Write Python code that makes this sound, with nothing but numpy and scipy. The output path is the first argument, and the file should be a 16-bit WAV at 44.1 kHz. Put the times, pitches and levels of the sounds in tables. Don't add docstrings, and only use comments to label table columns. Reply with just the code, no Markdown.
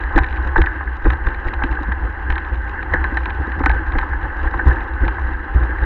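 import sys
import numpy as np
from scipy.fft import rfft, irfft, next_fast_len
from scipy.io import wavfile
from scipy.ndimage import uniform_filter1d, map_coordinates

SR = 44100
rng = np.random.default_rng(int(sys.argv[2]) if len(sys.argv) > 2 else 0)


def log_audio(samples):
    frames = np.atleast_2d(samples).T
    limited = np.clip(frames, -1, 1)
    pcm = np.round(limited * 32767).astype(np.int16)
    wavfile.write(sys.argv[1], SR, pcm)


N = 257984

# (t/s, mount shake level/dB, tyre buzz level/dB)
TRAIL = [(0.0, -23, -30.5), (0.44, -19.5, -31.5), (0.7, -21, -30.5), (0.95, -25.5, -33.5), (1.32, -24, -32),
         (1.81, -25, -31.5), (2.15, -21, -32), (2.54, -26.5, -33), (3.05, -19, -30.5), (3.39, -25, -33),
         (3.78, -19, -30), (4.22, -22.5, -30.5), (4.61, -21.5, -30.5), (5.03, -22, -31.5),
         (5.28, -20.5, -31), (5.62, -28.5, -32.5), (5.85, -16, -28.5)]
# (t/s, level/dB, relative crack level/dB)
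TICKS = [(0.037, -29.5, -30.5), (0.16, -21, -24), (0.181, -30, -32), (0.186, -14, -31.5),
         (0.2336, -24, -23.5), (0.2426, -25, -48), (0.2867, -31.5, -42), (0.307, -27, -34),
         (0.3256, -27, -33.5), (0.369, -28.5, -31), (0.5636, -27, -25), (0.5779, -26, -20),
         (0.6167, -14.5, -30), (0.6596, -20, -50), (1.043, -36, -21), (1.058, -29, -21.5),
         (1.084, -35, -18.5), (1.1029, -18.5, -26), (1.1315, -24.5, -29), (1.2678, -25.5, -42),
         (1.286, -29, -41), (1.345, -28.5, -40), (1.469, -35, -26), (1.484, -22, -32.5), (1.5365, -21, -28),
         (1.6363, -17, -28), (1.726, -29, -33), (1.921, -24.5, -40), (2.3022, -18.5, -23.5),
         (2.3228, -23.5, -29.5), (2.355, -23.5, -33), (2.38, -22, -36), (2.448, -32.5, -26.5),
         (2.544, -33.5, -24.5), (2.678, -35.5, -26.5), (2.8279, -27.5, -32), (2.938, -23.5, -15),
         (3.041, -21.5, -30), (3.171, -16, -28), (3.1863, -31.5, -42), (3.233, -31.5, -34),
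         (3.2564, -21.5, -30), (3.2978, -28.5, -40), (3.3044, -24.5, -31.5), (3.5186, -26, -32.5),
         (3.6358, -27, -32), (3.6597, -11, -15), (3.695, -19, -23.5), (3.714, -26.5, -31),
         (3.7432, -32, -19), (3.921, -28, -30), (3.9859, -16, -23), (4.0118, -26.5, -36),
         (4.2287, -30.5, -28), (4.454, -38, -19), (4.541, -35, -22), (4.673, -37.5, -11.5),
         (4.6831, -30, -6), (4.806, -31, -29.5), (5.0535, -32.5, -25), (5.0798, -20.5, -29.5),
         (5.143, -37, -33), (5.538, -37.5, -25), (5.785, -30.5, -39)]
# (t/s, upper mode level/dB, lower mode level/dB)
KNOCKS = [(0.1341, -34, -22.5), (0.1615, -11.5, -25), (0.1755, -8.5, -5.5), (0.1854, -17.5, -10.5),
          (0.2359, -23, -20), (0.5581, -6.5, -9.5), (0.5794, -17, -14.5), (0.616, -18.5, -23),
          (0.6365, -14.5, -19.5), (0.6674, -10.5, -20), (0.8074, -26, -19), (1.0525, -16, -12.5),
          (1.0654, -28.5, -17), (1.1019, -15, -15.5), (1.1313, -21, -21), (1.267, -20, -16),
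          (1.5384, -22.5, -26), (1.59, -21, -17.5), (1.62, -15.5, -15), (1.6354, -16.5, -18.5),
          (1.9155, -18, -14.5), (2.3022, -17.5, -18.5), (2.3241, -20, -24), (2.357, -22, -36.5),
          (2.379, -22.5, -24), (2.9218, -18, -21), (2.9362, -4.5, -8), (2.9564, -13, -17),
          (3.041, -13.5, -12), (3.1697, -12, -13.5), (3.2575, -22.5, -19.5), (3.6132, -20, -20.5),
          (3.6361, -13.5, -15.5), (3.6606, -9.5, -10), (3.6975, -13, -12.5), (3.9519, -17.5, -23),
          (3.9858, -19, -15), (4.0282, -20, -15), (4.1305, -16.5, -18), (4.4712, -17, -27.5),
          (4.5386, -19, -14), (4.592, -9.5, -21.5), (4.6673, -19.5, -18), (4.7087, -15, -17.5),
          (4.8045, -23, -36.5), (5.0804, -20, -15), (5.1816, -23, -13.5)]
# (t/s, level/dB)
LANDINGS = [(0.154, -2.5), (0.573, -2.5), (1.05, -4), (1.256, -9.5), (1.461, -11), (1.629, -15.5),
            (2.297, -10.5), (3.959, -8), (4.444, -16.5), (4.672, -6.5), (5.03, -11), (5.555, -19)]
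# (t/s, level/dB, f/Hz)
CLUNKS = [(0.161, -9, 317), (0.175, -19, 278), (0.564, -20.5, 454), (0.584, -12.5, 336), (1.059, -10, 328),
          (1.639, -18, 265), (1.81, -26, 295), (1.887, -26, 192), (2.937, -16, 501), (3.118, -22.5, 264),
          (3.474, -23.5, 262), (3.606, -17.5, 271), (3.661, -19.5, 284), (3.952, -21.5, 337),
          (4.526, -29, 322), (4.667, -22.5, 360), (5.034, -16.5, 318), (5.557, -22, 176), (5.693, -24, 318)]
# (t/s, level/dB, f/Hz)
BUMPS = [(0.198, -10, 63), (0.451, -15, 65.7), (0.6, -8.5, 67.8), (0.858, -20, 59.4), (1.072, -5.5, 57.8),
         (1.121, -11, 61), (1.258, -12.5, 57), (1.453, -10.5, 56.7), (1.622, -25, 60), (1.701, -12.5, 56.8),
         (1.869, -15, 59.8), (2.017, -12.5, 54), (2.282, -14.5, 65.2), (2.517, -14.5, 60.5),
         (2.661, -19.5, 57.4), (2.82, -17.5, 57.8), (2.92, -15.5, 73.7), (3.165, -17, 62.3),
         (3.386, -11, 65.3), (3.57, -12, 63.4), (3.633, -11.5, 62.6), (3.683, -10.5, 59.7),
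         (3.741, -13, 60.5), (3.93, -15.5, 65.8), (4.227, -13.5, 60.6), (4.428, -14.5, 54.8),
         (4.542, -12.5, 52.5), (4.662, 0, 61.1), (4.711, -12.5, 60.4), (5.007, -10.5, 60.5),
         (5.046, -9, 55.5), (5.297, -24.5, 66.2), (5.548, -3.5, 60.2), (5.613, -9, 56.8),
         (5.816, -8.5, 55.5)]

# (f/Hz, bandwidth/Hz, relative level/dB)
MOUNT_MODES = [(29.6, 16.9, -1), (63.6, 12, 4), (120.5, 11, -29)]
FRAME_MODES = [(181, 98, -6.5), (327, 44.8, 5), (517, 60.6, -5.5)]
UPPER_MODES = [(1504, 49, 0.5), (1605, 53, 3), (1702, 53, 1.5), (1766, 89, -1), (1957, 240, -9.5)]
LOWER_MODES = [(785, 72, 1), (891, 83.4, 1), (1030, 76, -1), (1297, 168, -7.5)]
PANEL_MODES = [(2090, 60, -2), (2717, 280, 2.5), (3320, 340, -6.5), (3970, 200, -10)]
SHELL_MODES = [(1801, 143, 14), (2480, 440, 1.5), (3010, 210, -2), (3640, 560, -7.5), (3980, 300, -4.5)]
CRACK_MODES = [(4830, 1700, 6.5), (6700, 1500, 5), (10300, 4500, -12.5)]

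# (f/Hz, relative level/dB)
UPPER_MUFFLING = [(2050, -5.5), (2300, -10), (4200, -33), (4600, -43), (7000, -53), (15000, -69.5)]
LOWER_MUFFLING = [(600, 4.5), (740, -3.5), (1400, 2.5), (2100, -16), (4200, -28.5), (7000, -45.5)]
GRIT_MUFFLING = [(1900, -12), (2200, -2.5), (4150, -4), (4500, -3.5), (7000, -21), (9000, -52)]
TICK_MUFFLING = [(1500, -2), (4150, -4), (4500, -10.5), (7000, -31.5), (15000, -39.5)]


def amp(db):
    return 10 ** (np.asarray(db) / 20)


def unit(x):
    return x / np.sqrt(np.mean(x ** 2) + 1e-20)


def wobble(rate):
    return map_coordinates(rng.standard_normal(int(N * rate / SR) + 4), [np.arange(N) * rate / SR])


def filtered(x, response):
    size = next_fast_len(N + SR // 2)
    return irfft(rfft(x, size) * response(np.fft.rfftfreq(size, 1 / SR)), size)[..., :N]


def ring(x, modes, colour=((1, 0),)):
    colour_hz, colour_db = np.transpose(colour)

    def response(f):
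        resonances = sum((-1) ** k * amp(db) * 1j * f * width / (hz * hz - f * f + 1j * f * width)
                         for k, (hz, width, db) in enumerate(modes))
        return resonances * amp(np.interp(np.log(f + 1), np.log(colour_hz), colour_db))

    impulse_response = irfft(response(np.fft.rfftfreq(8192, 1 / SR)))
    return filtered(x, response) / np.abs(impulse_response).max()


def grains(rate, spread_db):
    size = amp(spread_db * rng.exponential(size=N)) * rng.standard_normal(N)
    return unit(size * (rng.random(N) < rate / SR))


def stroke(t, rise_s, t60_s):
    fade = amp(-60 * t / t60_s) * (1 - np.exp(-t / rise_s))
    return fade / fade.max()


def tyre_buzz(flutter):
    upper, lower = flutter * [grains(1200, spread_db=2) + 1.07 * rng.standard_normal(N) for _ in range(2)]
    return (unit(ring(upper, UPPER_MODES, UPPER_MUFFLING))
            + amp(-2.5) * unit(ring(lower, LOWER_MODES, LOWER_MUFFLING)))


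def gravel_grit(flutter):
    gravel = flutter * (grains(540, spread_db=3) + 2.1 * rng.standard_normal(N))
    return unit(ring(gravel, PANEL_MODES, GRIT_MUFFLING))


def pebble_crackle():
    touches = np.abs(grains(150, spread_db=3))
    contact = amp(-60 * np.arange(400) / SR / 0.01)
    pebbles = np.convolve(touches, contact)[:N] * rng.standard_normal(N)
    shell = unit(ring(pebbles, SHELL_MODES[1:], GRIT_MUFFLING))
    crack = unit(ring(pebbles, CRACK_MODES[:2], [(7000, -1), (9000, -26.5)]))
    return shell + amp(-22) * crack


def rolling(jolt):
    times, *levels = np.transpose(TRAIL)
    shake_db, buzz_db = [np.interp(np.arange(N) / SR, times, db) for db in levels]
    roughness_db = buzz_db + 31.5
    drone_db = -37.5 + 1.2 * roughness_db
    grit_db = -54 + 0.75 * roughness_db
    flutter = amp(1.1 * wobble(14) + np.array([1.32 * wobble(45) for _ in range(4)]))
    buzz = amp(buzz_db) * tyre_buzz(flutter[:2])
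    grit = amp(grit_db) * gravel_grit(flutter[2])
    crackle = amp(grit_db - 5) * pebble_crackle()
    mount = ring(rng.standard_normal(N), MOUNT_MODES, [(90, 3), (150, -20), (400, -42.5)])
    frame = ring(flutter[3] * rng.standard_normal(N), FRAME_MODES, [(500, -18.5), (900, -5)])
    shake = amp(shake_db) * unit(mount)
    drone = amp(drone_db) * unit(frame)
    chatter = uniform_filter1d(np.abs(jolt), size=900)
    return shake + (1 + 6 * chatter) * (drone + crackle) + (1 + 1.1 * chatter) * buzz + (1 + chatter) * grit


def ticks(burst_t60_s=0.019, crack_t60_s=0.0054):
    drive, t = np.zeros((2, N + SR)), np.arange(SR // 40) / SR
    for s, db, crack_db in TICKS:
        burst = 0.28 * rng.standard_normal(len(t)) * amp(-60 * t / burst_t60_s)
        burst[20] += 1
        crack = amp(crack_db) * burst * amp(-60 * t / crack_t60_s)
        drive[:, round(s * SR):][:, :len(t)] += amp(db) * np.array([burst, crack])
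    return ring(drive[0, :N], SHELL_MODES, TICK_MUFFLING) + ring(drive[1, :N], CRACK_MODES)


def knocks(rattle_t60_s=0.05):
    drive, t = np.zeros((2, N + SR)), np.arange(SR // 8) / SR
    for s, upper_db, lower_db in KNOCKS:
        rattle = 0.063 * rng.standard_normal((2, len(t))) * amp(-60 * t / rattle_t60_s)
        rattle[:, 8] += 0.7
        drive[:, round(s * SR):][:, :len(t)] += amp([[upper_db], [lower_db]]) * rattle
    upper, lower = drive[:, :N]
    return ring(upper, UPPER_MODES, UPPER_MUFFLING) + ring(lower, LOWER_MODES, LOWER_MUFFLING)


def landings(hz=29.7, rise_s=0.0013):
    out, t = np.zeros(N + SR), np.arange(SR // 2) / SR
    one_cycle = np.exp(-(t * hz) ** 4) * (1 - np.exp(-t / rise_s))
    shove = one_cycle * np.sin(2 * np.pi * hz * t)
    for s, db in LANDINGS:
        out[round(s * SR):][:len(t)] -= amp(db) * shove
    return out[:N]


def clunks(thud_db=-23.5):
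    tone, thud, t = np.zeros(N + SR), np.zeros(N + SR), np.arange(SR // 5) / SR
    fade = stroke(t, rise_s=0.0014, t60_s=0.066)
    for s, db, hz in CLUNKS:
        tone[round(s * SR):][:len(t)] += amp(db) * fade * np.sin(2 * np.pi * hz * t)
        thud[round(s * SR):][:len(t)] += amp(db + thud_db) * fade * rng.standard_normal(len(t))
    return tone[:N] + ring(thud[:N], FRAME_MODES, [(700, -4.5), (1500, -26.5)])


def bumps():
    out, t = np.zeros(N + SR), np.arange(SR // 2) / SR
    fade = stroke(t, rise_s=0.021, t60_s=0.14)
    for s, db, hz in BUMPS:
        swing = np.sin(2 * np.pi * hz * t) + 0.13 * np.sin(4 * np.pi * hz * t)
        out[round(s * SR):][:len(t)] += amp(db) * fade * swing
    return out[:N]


def scene():
    jolt = landings() + bumps()
    return (jolt + rolling(jolt) + clunks() + knocks() + ticks())[None]


def record(dry):
    hiss = amp(-77.5) * rng.standard_normal(dry.shape)
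    coupled = filtered(dry + hiss, lambda f: f ** 2 / (f ** 2 + 12 ** 2))
    rounded = coupled / (1 + np.abs(coupled / 0.95) ** 12) ** (1 / 12)
    notch_hz, width_hz, top_hz = 8000, 250, 15830
    dead_spot = lambda f: (notch_hz ** 2 - f ** 2) / (notch_hz ** 2 - f ** 2 + 1j * f * width_hz)
    return filtered(rounded, lambda f: (f < top_hz) * dead_spot(f))


dry = scene()
out = record(dry)
log_audio(out)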